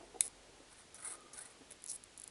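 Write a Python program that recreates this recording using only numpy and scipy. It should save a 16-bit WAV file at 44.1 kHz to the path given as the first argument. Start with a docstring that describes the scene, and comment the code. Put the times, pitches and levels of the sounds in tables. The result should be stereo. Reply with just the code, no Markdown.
"""Ribbon cable in a board connector

Fingers work a flat ribbon cable in a small circuit-board connector, close to the microphone in a quiet room.
The plastic latch snaps once, a click with a brief noisy ring; the cable ticks and creaks in stick-slip runs of clicks.
It scrapes through the slot in three strokes of grains and hiss, with rustle, gliding bands and a thin tone.
Damped modes make soft knocks on the board, over a low rub of skin, a steady noise floor and a faint hum."""
import sys
import numpy as np
from scipy import signal
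from scipy.fft import rfft, irfft, next_fast_len
from scipy.io import wavfile
from scipy.ndimage import map_coordinates

SR = 44100
rng = np.random.default_rng(int(sys.argv[2]) if len(sys.argv) > 2 else 0)


def dump_mix(stems):
    """Bounce the given channels to the path in sys.argv[1] as a 16-bit WAV at rate SR."""
    frames = np.atleast_2d(stems).T  # one column per channel
    limited = np.clip(frames, -1, 1)  # hard clip at full scale
    pcm = np.round(limited * 32767).astype(np.int16)
    wavfile.write(sys.argv[1], SR, pcm)


N = 101429  # length [samples]
TOP_HZ = 11150  # upper band limit of the whole scene

# All levels are set ahead of the room, which adds its reflections on top.
SNAP_S, SNAP_DB = .2081, -6  # time and peak of the bare click
RING_DB, RING_T60_S = -13, 0.047  # the housing rings on after the snap
SNAP_LEAN_DB = 2  # right over left, times the share in SNAP_LEAN_SHARE
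# spectrum of the latch snap: (frequency [Hz], level [dB])
SNAP_SPECTRUM = [(400, -40), (1000, -31.5), (1750, -25.5), (2300, -14.5), (2650, -19), (3100, -28),
                 (3700, -10), (4150, -16.5), (4800, -23), (5250, -17), (5650, -26), (6500, -13.5),
                 (7100, -10), (7500, -22), (8000, -7), (9000, -2.5), (10400, -1), (11100, -4)]
# how far the snap leans right, most of all near 3.9 kHz: (frequency [Hz], share of the lean [ratio])
SNAP_LEAN_SHARE = [(2200, 0.23), (3900, 1.5), (6000, 0.063)]

# single slips of the cable in its slot: (time [s], peak [dB])
TICK_EVENTS = [(.279, -31), (.9448, -36.5), (1.0258, -40), (1.0488, -36.5), (1.0736, -36.5), (1.114, -47),
               (1.138, -38), (1.207, -47), (1.393, -40), (1.4175, -45), (1.457, -39), (1.8223, -43.5),
               (1.8407, -30.5), (1.858, -46), (1.8625, -30), (1.8835, -36), (1.9163, -26), (1.9597, -34),
               (2.0387, -35.5), (2.1767, -34), (2.1808, -38), (2.1993, -32.5), (2.2178, -34.5),
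               (2.2373, -37), (2.2405, -32), (2.2776, -31.5)]
# spectrum of a tick: (frequency [Hz], level [dB])
TICK_SPECTRUM = [(1470, -44), (2500, -25.5), (4680, -14.5), (5920, -22), (7040, -7.5), (8270, -10),
                 (10200, 1), (11000, -1.5), (14300, -55)]

# stick-slip runs: (time [s], length [s], first slip rate [1/s], last slip rate [1/s], first peak [dB],
# last peak [dB], lower ring re slip [dB], board ring re slip [dB])
CREAK_RUNS = [(.2155, 0.04, 199, 216, -34, -33, -13, -32), (0.253, .02, 505, 410, -37, -33.5, -14, -18),
              (0.947, 0.022, 920, 920, -48, -52, -5, -8), (1.333, 0.011, 1040, 800, -47, -46.5, -3.5, -17),
              (1.3822, .001, 400, 400, -39, -38, -1, -21),
              (1.7072, 0.0087, 226, 255, -39.5, -36, -14.5, -7.5),
              (1.7204, .011, 470, 330, -40, -49, -11, -7), (1.8764, 0.022, 136, 314, -41, -35, -2.5, -32),
              (1.898, 0.027, 1010, 660, -35.5, -42, -7.5, -44),
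              (1.93, 0.034, 410, 360, -37.5, -37.5, -21, -29)]
SLIP_JITTER, SLIP_SCATTER_DB = .15, 2  # spread of the log interval, spread of the peak
# spectrum of the bright part of a slip: (frequency [Hz], level [dB])
SLIP_SPECTRUM = [(300, -27), (1200, -36.5), (2200, -22), (3200, -28), (5000, -17.5), (7300, -17.5),
                 (8200, -2.5), (9200, -6.5), (10100, 4), (11000, -3)]
# lower ring of the flexing cable: (frequency [Hz], level [dB])
CABLE_RING_SPECTRUM = [(1000, -69), (3500, -21), (5300, -2), (6400, 1.5), (7500, -8), (11000, -65.5)]
# ring of the board under a slip: (frequency [Hz], level [dB])
BOARD_RING_SPECTRUM = [(200, -13.5), (600, 7), (1100, -13), (1600, 3), (2200, 2), (2900, -1), (3500, 5),
                       (5000, -12.5), (9000, -25)]

# loudness of each sliding stroke, ahead of the layer levels: (time [s], level [dB])
STROKE_LEVELS = [
    [(.70, -85), (.728, -63), (.746, -93), (.796, -63.5), (.84, -80)],
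    [(.975, -69), (.992, -57.5), (1.008, -57.5), (1.02, -74), (1.026, -54), (1.045, -55.5), (1.049, -45.5),
     (1.077, -44), (1.086, -49.5), (1.122, -49), (1.15, -59.5), (1.18, -84)],
    [(1.335, -57), (1.374, -56.5), (1.391, -50), (1.402, -64), (1.42, -49), (1.44, -82), (1.458, -57),
     (1.492, -75), (1.508, -65.5), (1.54, -91)],
]
GRAINS_PER_S, GRAIN_SPREAD_DB = 900, 3  # average rate, spread of grain level
SCRAPE_DB, HISS_DB = -2, -5  # grains and hiss, both re the stroke
SHEET_DB, SHEET_GROWS = -36, 0.48  # the ribbon's rustle grows more slowly than the scrape (exponent)
# spectrum of the scraping edge: (frequency [Hz], level [dB])
SCRAPE_SPECTRUM = [(2500, -24), (4600, -21), (5800, -39), (7200, -21), (7700, -9), (8700, 2.5),
                   (10300, 1.5), (11100, -7.5)]
# spectrum of the rubbed ribbon: (frequency [Hz], level [dB])
SHEET_SPECTRUM = [(150, -21), (850, -2.5), (1400, 1), (2200, -3.5), (2800, -12), (4500, -5.5),
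                  (7000, -12.5)]

# ribbon resonances that move as it bends: (time [s], frequency [Hz], level [dB])
FLEX_GLIDES = [
    [(1.02, 2000, -68), (1.055, 2074, -61), (1.08, 2080, -57.5), (1.12, 2110, -76)],
    [(.985, 1480, -70), (1.08, 1562, -68), (1.16, 1476, -71)],
    [(1.35, 1474, -76), (1.394, 1534, -62.5), (1.42, 1820, -69), (1.47, 2000, -74)],
]
# thin wavering tone around the later two strokes: (time [s], frequency [Hz], level [dB])
TONE_GLIDE = [(.94, 1280, -68.5), (1.11, 1248, -62.5), (1.34, 1208, -66), (1.38, 1205, -79),
              (1.47, 1227, -70), (1.6, 1080, -74)]
FLEX_WOBBLE_HZ, TONE_WOBBLE_HZ = 220, 90  # random knots per second; more makes a wider band

# soft finger knocks on the board:
# (time [s], level ahead of the swell [dB], lower mode [Hz], upper mode [Hz], upper mode re lower [dB])
BUMP_EVENTS = [(.005, -47, 305, 704, -9), (.029, -51.5, 356, 682, 1), (0.1423, -45, 448, 730, -3),
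               (.157, -43.5, 453, 738, -4), (.601, -52.5, 307, 556, -1.5), (1.172, -56, 359, 525, -3),
               (1.606, -53, 269, 445, 0.5), (1.614, -51, 277, 395, -5)]
BUMP_ATTACK_S, BUMP_T60_S, SKIN_DB = .003, 0.041, -6  # rise constant, decay, skin noise gain

# skin rubbing on the board and cable, ahead of the wobble: (time [s], level [dB])
HANDLING_LEVEL = [(0, -63.5), (.39, -71), (.46, -66.5), (.63, -69), (.72, -82.5), (.95, -71), (1.15, -64),
                  (1.25, -68.5), (1.45, -68), (1.71, -73.5), (1.8, -76.5)]
# spectrum of skin noise, in rub and knocks: (frequency [Hz], level [dB])
SKIN_SPECTRUM = [(170, -15.5), (270, 0.5), (470, 0.5), (800, -7.5), (1400, -13), (4000, -47)]
HANDLING_WOBBLE_DB, HANDLING_WOBBLE_HZ = 1.23, 45.37  # rms depth, random knots per second

DESK_DB, DESK_T60_S = -6.5, 0.011  # scatter off hands and desk
# decay of the room tail: (frequency [Hz], t60 [s])
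ROOM_DECAY = [(300, 0.24), (3000, 0.23), (10000, 0.1)]
# room tail re the direct sound: (frequency [Hz], level [dB])
ROOM_TAIL_LEVEL = [(300, -12), (3000, -10), (10000, -12)]

FLOOR_DB, HUM_HZ = -61, 45  # rms of the noise floor, hum pitch
# spectrum of room air and microphone hiss: (frequency [Hz], level [dB])
FLOOR_SPECTRUM = [(15, -11), (45, -2), (190, -4), (300, -3), (1300, -6), (3000, -7.5), (5500, -11),
                  (11000, -14.5)]
# likeness of the floor in the two channels: (frequency [Hz], correlation [ratio])
FLOOR_LIKENESS = [(60, 0.97), (170, 0.86), (500, 0.19), (1430, 0.01), (4130, 0.53), (11900, 0.83)]
# the low hum fades: (time [s], level [dB])
HUM_LEVEL = [(.55, -74), (.75, -85.5)]


def amp(db):
    """Decibels to gain."""
    return 10 ** (np.asarray(db) / 20)


def unit(x):
    """Scale to rms 1."""
    return x / np.sqrt(np.mean(x ** 2) + 1e-20)


def along(points, hz):
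    """Read (frequency, value) points on a log frequency axis."""
    f, v = np.transpose(points)
    return np.interp(np.log(hz + 1), np.log(f + 1), v)


def filtered(x, response):
    """Shape x with a gain that is a function of frequency."""
    size = next_fast_len(N + SR // 2)  # padded so the end does not wrap to the start
    hz = np.fft.rfftfreq(size, 1 / SR)
    return irfft(rfft(x, size) * response(hz), size)[..., :N]


def coloured(x, spectrum):
    """Shape x with a spectrum below the band limit, at rms 1."""
    return unit(filtered(x, lambda hz: amp(along(spectrum, hz)) * (hz < TOP_HZ)))


def add(track, s, sound):
    """Mix a sound into a track at time s."""
    i = max(0, round(s * SR))
    track[i:i + len(sound)] += sound[:max(0, N - i)]


def clicks(events, spectrum, size=1024):
    """A short minimum-phase click of the given spectrum for every (time, peak dB)."""
    hz = np.fft.rfftfreq(size, 1 / SR)
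    # fold the cepstrum so all the energy comes after the onset
    cepstrum = irfft(np.log(amp(along(spectrum, hz)) + 1e-6))
    cepstrum[1:size // 2] *= 2
    cepstrum[size // 2 + 1:] = 0
    response = np.exp(rfft(cepstrum))
    # peak 1 is the envelope of the part below the band limit
    audible = irfft(response * (hz < TOP_HZ))
    click = irfft(response) / np.abs(signal.hilbert(audible)).max()
    track = np.zeros(N)
    for s, db in events:
        add(track, s, amp(db) * click)
    return track


def dying(t60):
    """A burst of noise of energy 1 that dies away exponentially."""
    t = np.arange(SR // 4) / SR
    burst = rng.standard_normal(len(t)) * 1000 ** (-t / t60)
    return burst / np.linalg.norm(burst)


def wobble(rate):
    """A smooth random curve of rms 1, with rate knots a second."""
    return unit(map_coordinates(rng.standard_normal(N), [np.arange(N) * rate / SR]))


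def resonance(rows, wobble_hz):
    """A narrow band rubbed into ringing: two quadrature tones, randomly swelling, glide along the rows."""
    t = np.arange(N) / SR
    s, hz, db = np.transpose(rows)
    phase = 2 * np.pi * np.cumsum(np.interp(t, s, hz)) / SR
    ring = wobble(wobble_hz) * np.sin(phase) + wobble(wobble_hz) * np.cos(phase)
    level = amp(np.interp(t, s, db, left=-np.inf, right=-np.inf))  # silent outside the rows
    return level * unit(ring)


def latch():
    """One hard snap and the brief noisy ring of the plastic housing, a little to the right."""
    click = clicks([(SNAP_S, SNAP_DB)], SNAP_SPECTRUM)
    ring = amp(RING_DB) * signal.fftconvolve(click, dying(RING_T60_S))[:N]
    sides = np.array([[-.5], [.5]])  # left, right
    return filtered(click + ring, lambda hz: amp(SNAP_LEAN_DB * along(SNAP_LEAN_SHARE, hz) * sides))


def ticks():
    """The wiggled cable slips once at a time in its slot, each slip a short bright click."""
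    return clicks(TICK_EVENTS, TICK_SPECTRUM)


def creaks():
    """The cable sticks and slips at a gliding, uneven rate; each slip also rings the cable and the board."""
    bright, lower, board = [], [], []
    for start, length, rate0, rate1, db0, db1, lower_db, board_db in CREAK_RUNS:
        t = 0
        for delay, strength in rng.standard_normal((64, 2)):
            if t > length:
                break
            progress = t / length
            db = db0 + (db1 - db0) * progress + SLIP_SCATTER_DB * strength
            bright.append((start + t, db))
            lower.append((start + t, db + lower_db))
            board.append((start + t, db + board_db))
            rate = rate0 + (rate1 - rate0) * progress
            t += np.exp(SLIP_JITTER * delay) / rate
    slips = clicks(bright, SLIP_SPECTRUM)
    return slips + clicks(lower, CABLE_RING_SPECTRUM) + clicks(board, BOARD_RING_SPECTRUM)


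def scrapes():
    """Dense tiny slips over a hiss as the cable slides; the ribbon itself rustles lower down, in stereo."""
    t = np.arange(N) / SR
    stroke = np.zeros(N)
    for rows in STROKE_LEVELS:
        s, db = np.transpose(rows)
        stroke = stroke + np.interp(t, s, amp(db), left=0, right=0)
    struck = rng.random(N) < GRAINS_PER_S / SR
    grains = struck * amp(GRAIN_SPREAD_DB * rng.standard_normal(N))
    hiss = coloured(rng.standard_normal(N), SCRAPE_SPECTRUM)
    edge = amp(SCRAPE_DB) * coloured(grains, SCRAPE_SPECTRUM) + amp(HISS_DB) * hiss
    # the same grains in both channels, with separate noise in each
    rub = unit(grains - grains.mean()) + rng.standard_normal((2, N))
    sheet = coloured(rub, SHEET_SPECTRUM)
    return stroke * edge + amp(SHEET_DB) * stroke ** SHEET_GROWS * sheet


def ribbon():
    """The sliding ribbon rings in gliding bands that move as it bends, above one thin tone."""
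    bands = sum(resonance(rows, FLEX_WOBBLE_HZ) for rows in FLEX_GLIDES)
    return bands + resonance(TONE_GLIDE, TONE_WOBBLE_HZ)


def bumps():
    """Fingertips knock the held board: two damped modes that depend on the grip, and a little skin noise."""
    track = np.zeros(N)
    t = np.arange(SR // 8) / SR
    fade = 1000 ** (-t / BUMP_T60_S)
    swell = 2 * (1 - np.exp(-t / BUMP_ATTACK_S)) ** 2 * fade
    for s, db, low_hz, high_hz, high_db in BUMP_EVENTS:
        low = np.sin(2 * np.pi * low_hz * t)
        high = amp(high_db) * np.sin(2 * np.pi * high_hz * t)
        skin = amp(SKIN_DB) * coloured(rng.standard_normal(N), SKIN_SPECTRUM)[:len(t)]
        add(track, s, amp(db) * swell * (low + high + skin))
    return track


def handling():
    """Skin rubs on board and cable: low noise that swells and sinks, with a small random wobble."""
    level_db = np.interp(np.arange(N) / SR, *np.transpose(HANDLING_LEVEL))
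    level_db = level_db + HANDLING_WOBBLE_DB * wobble(HANDLING_WOBBLE_HZ)
    return amp(level_db) * coloured(rng.standard_normal(N), SKIN_SPECTRUM)


def room(x):
    """A quick scatter off hands and desk, then a faint tail of its own in each channel."""
    hz, t, noise = signal.stft(rng.standard_normal((2, SR // 2)), SR, nperseg=256)
    decay = 1000 ** (-t / along(ROOM_DECAY, hz)[:, None])  # each frequency dies at its own pace
    tail = signal.istft(noise * decay, SR, nperseg=256)[1]
    far = signal.fftconvolve(x, tail / np.linalg.norm(tail[0]), axes=1)[:, :N]
    near = signal.fftconvolve(x, dying(DESK_T60_S)[None], axes=1)[:, :N]
    return x + amp(DESK_DB) * near + filtered(far, lambda hz: amp(along(ROOM_TAIL_LEVEL, hz)))


def background():
    """Room air and microphone hiss as noise with a set stereo likeness, and a faint low hum."""
    def mid_side_gains(hz):
        # this angle between mid and side gives the wanted left-right correlation
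        angle = np.arccos(np.clip(along(FLOOR_LIKENESS, hz), -1, 1)) / 2
        return np.array([np.cos(angle), np.sin(angle)])

    mid, side = filtered(rng.standard_normal((2, N)), mid_side_gains)
    floor = amp(FLOOR_DB) * coloured(np.array([mid + side, mid - side]), FLOOR_SPECTRUM)
    t = np.arange(N) / SR
    hum_level = amp(np.interp(t, *np.transpose(HUM_LEVEL)))
    return floor + hum_level * unit(np.sin(2 * np.pi * HUM_HZ * t))


def scene():
    """All the handling sounds placed in the room, over the quiet background."""
    cable = latch() + ticks() + creaks() + scrapes() + ribbon()
    hands = bumps() + handling()
    return room(cable + hands) + background()


def record(dry):
    """A very steep low-pass leaves almost nothing above the band limit."""
    return filtered(dry, lambda hz: 1 / np.sqrt(1 + (hz / TOP_HZ) ** 400))


dry = scene()
out = record(dry)
dump_mix(out)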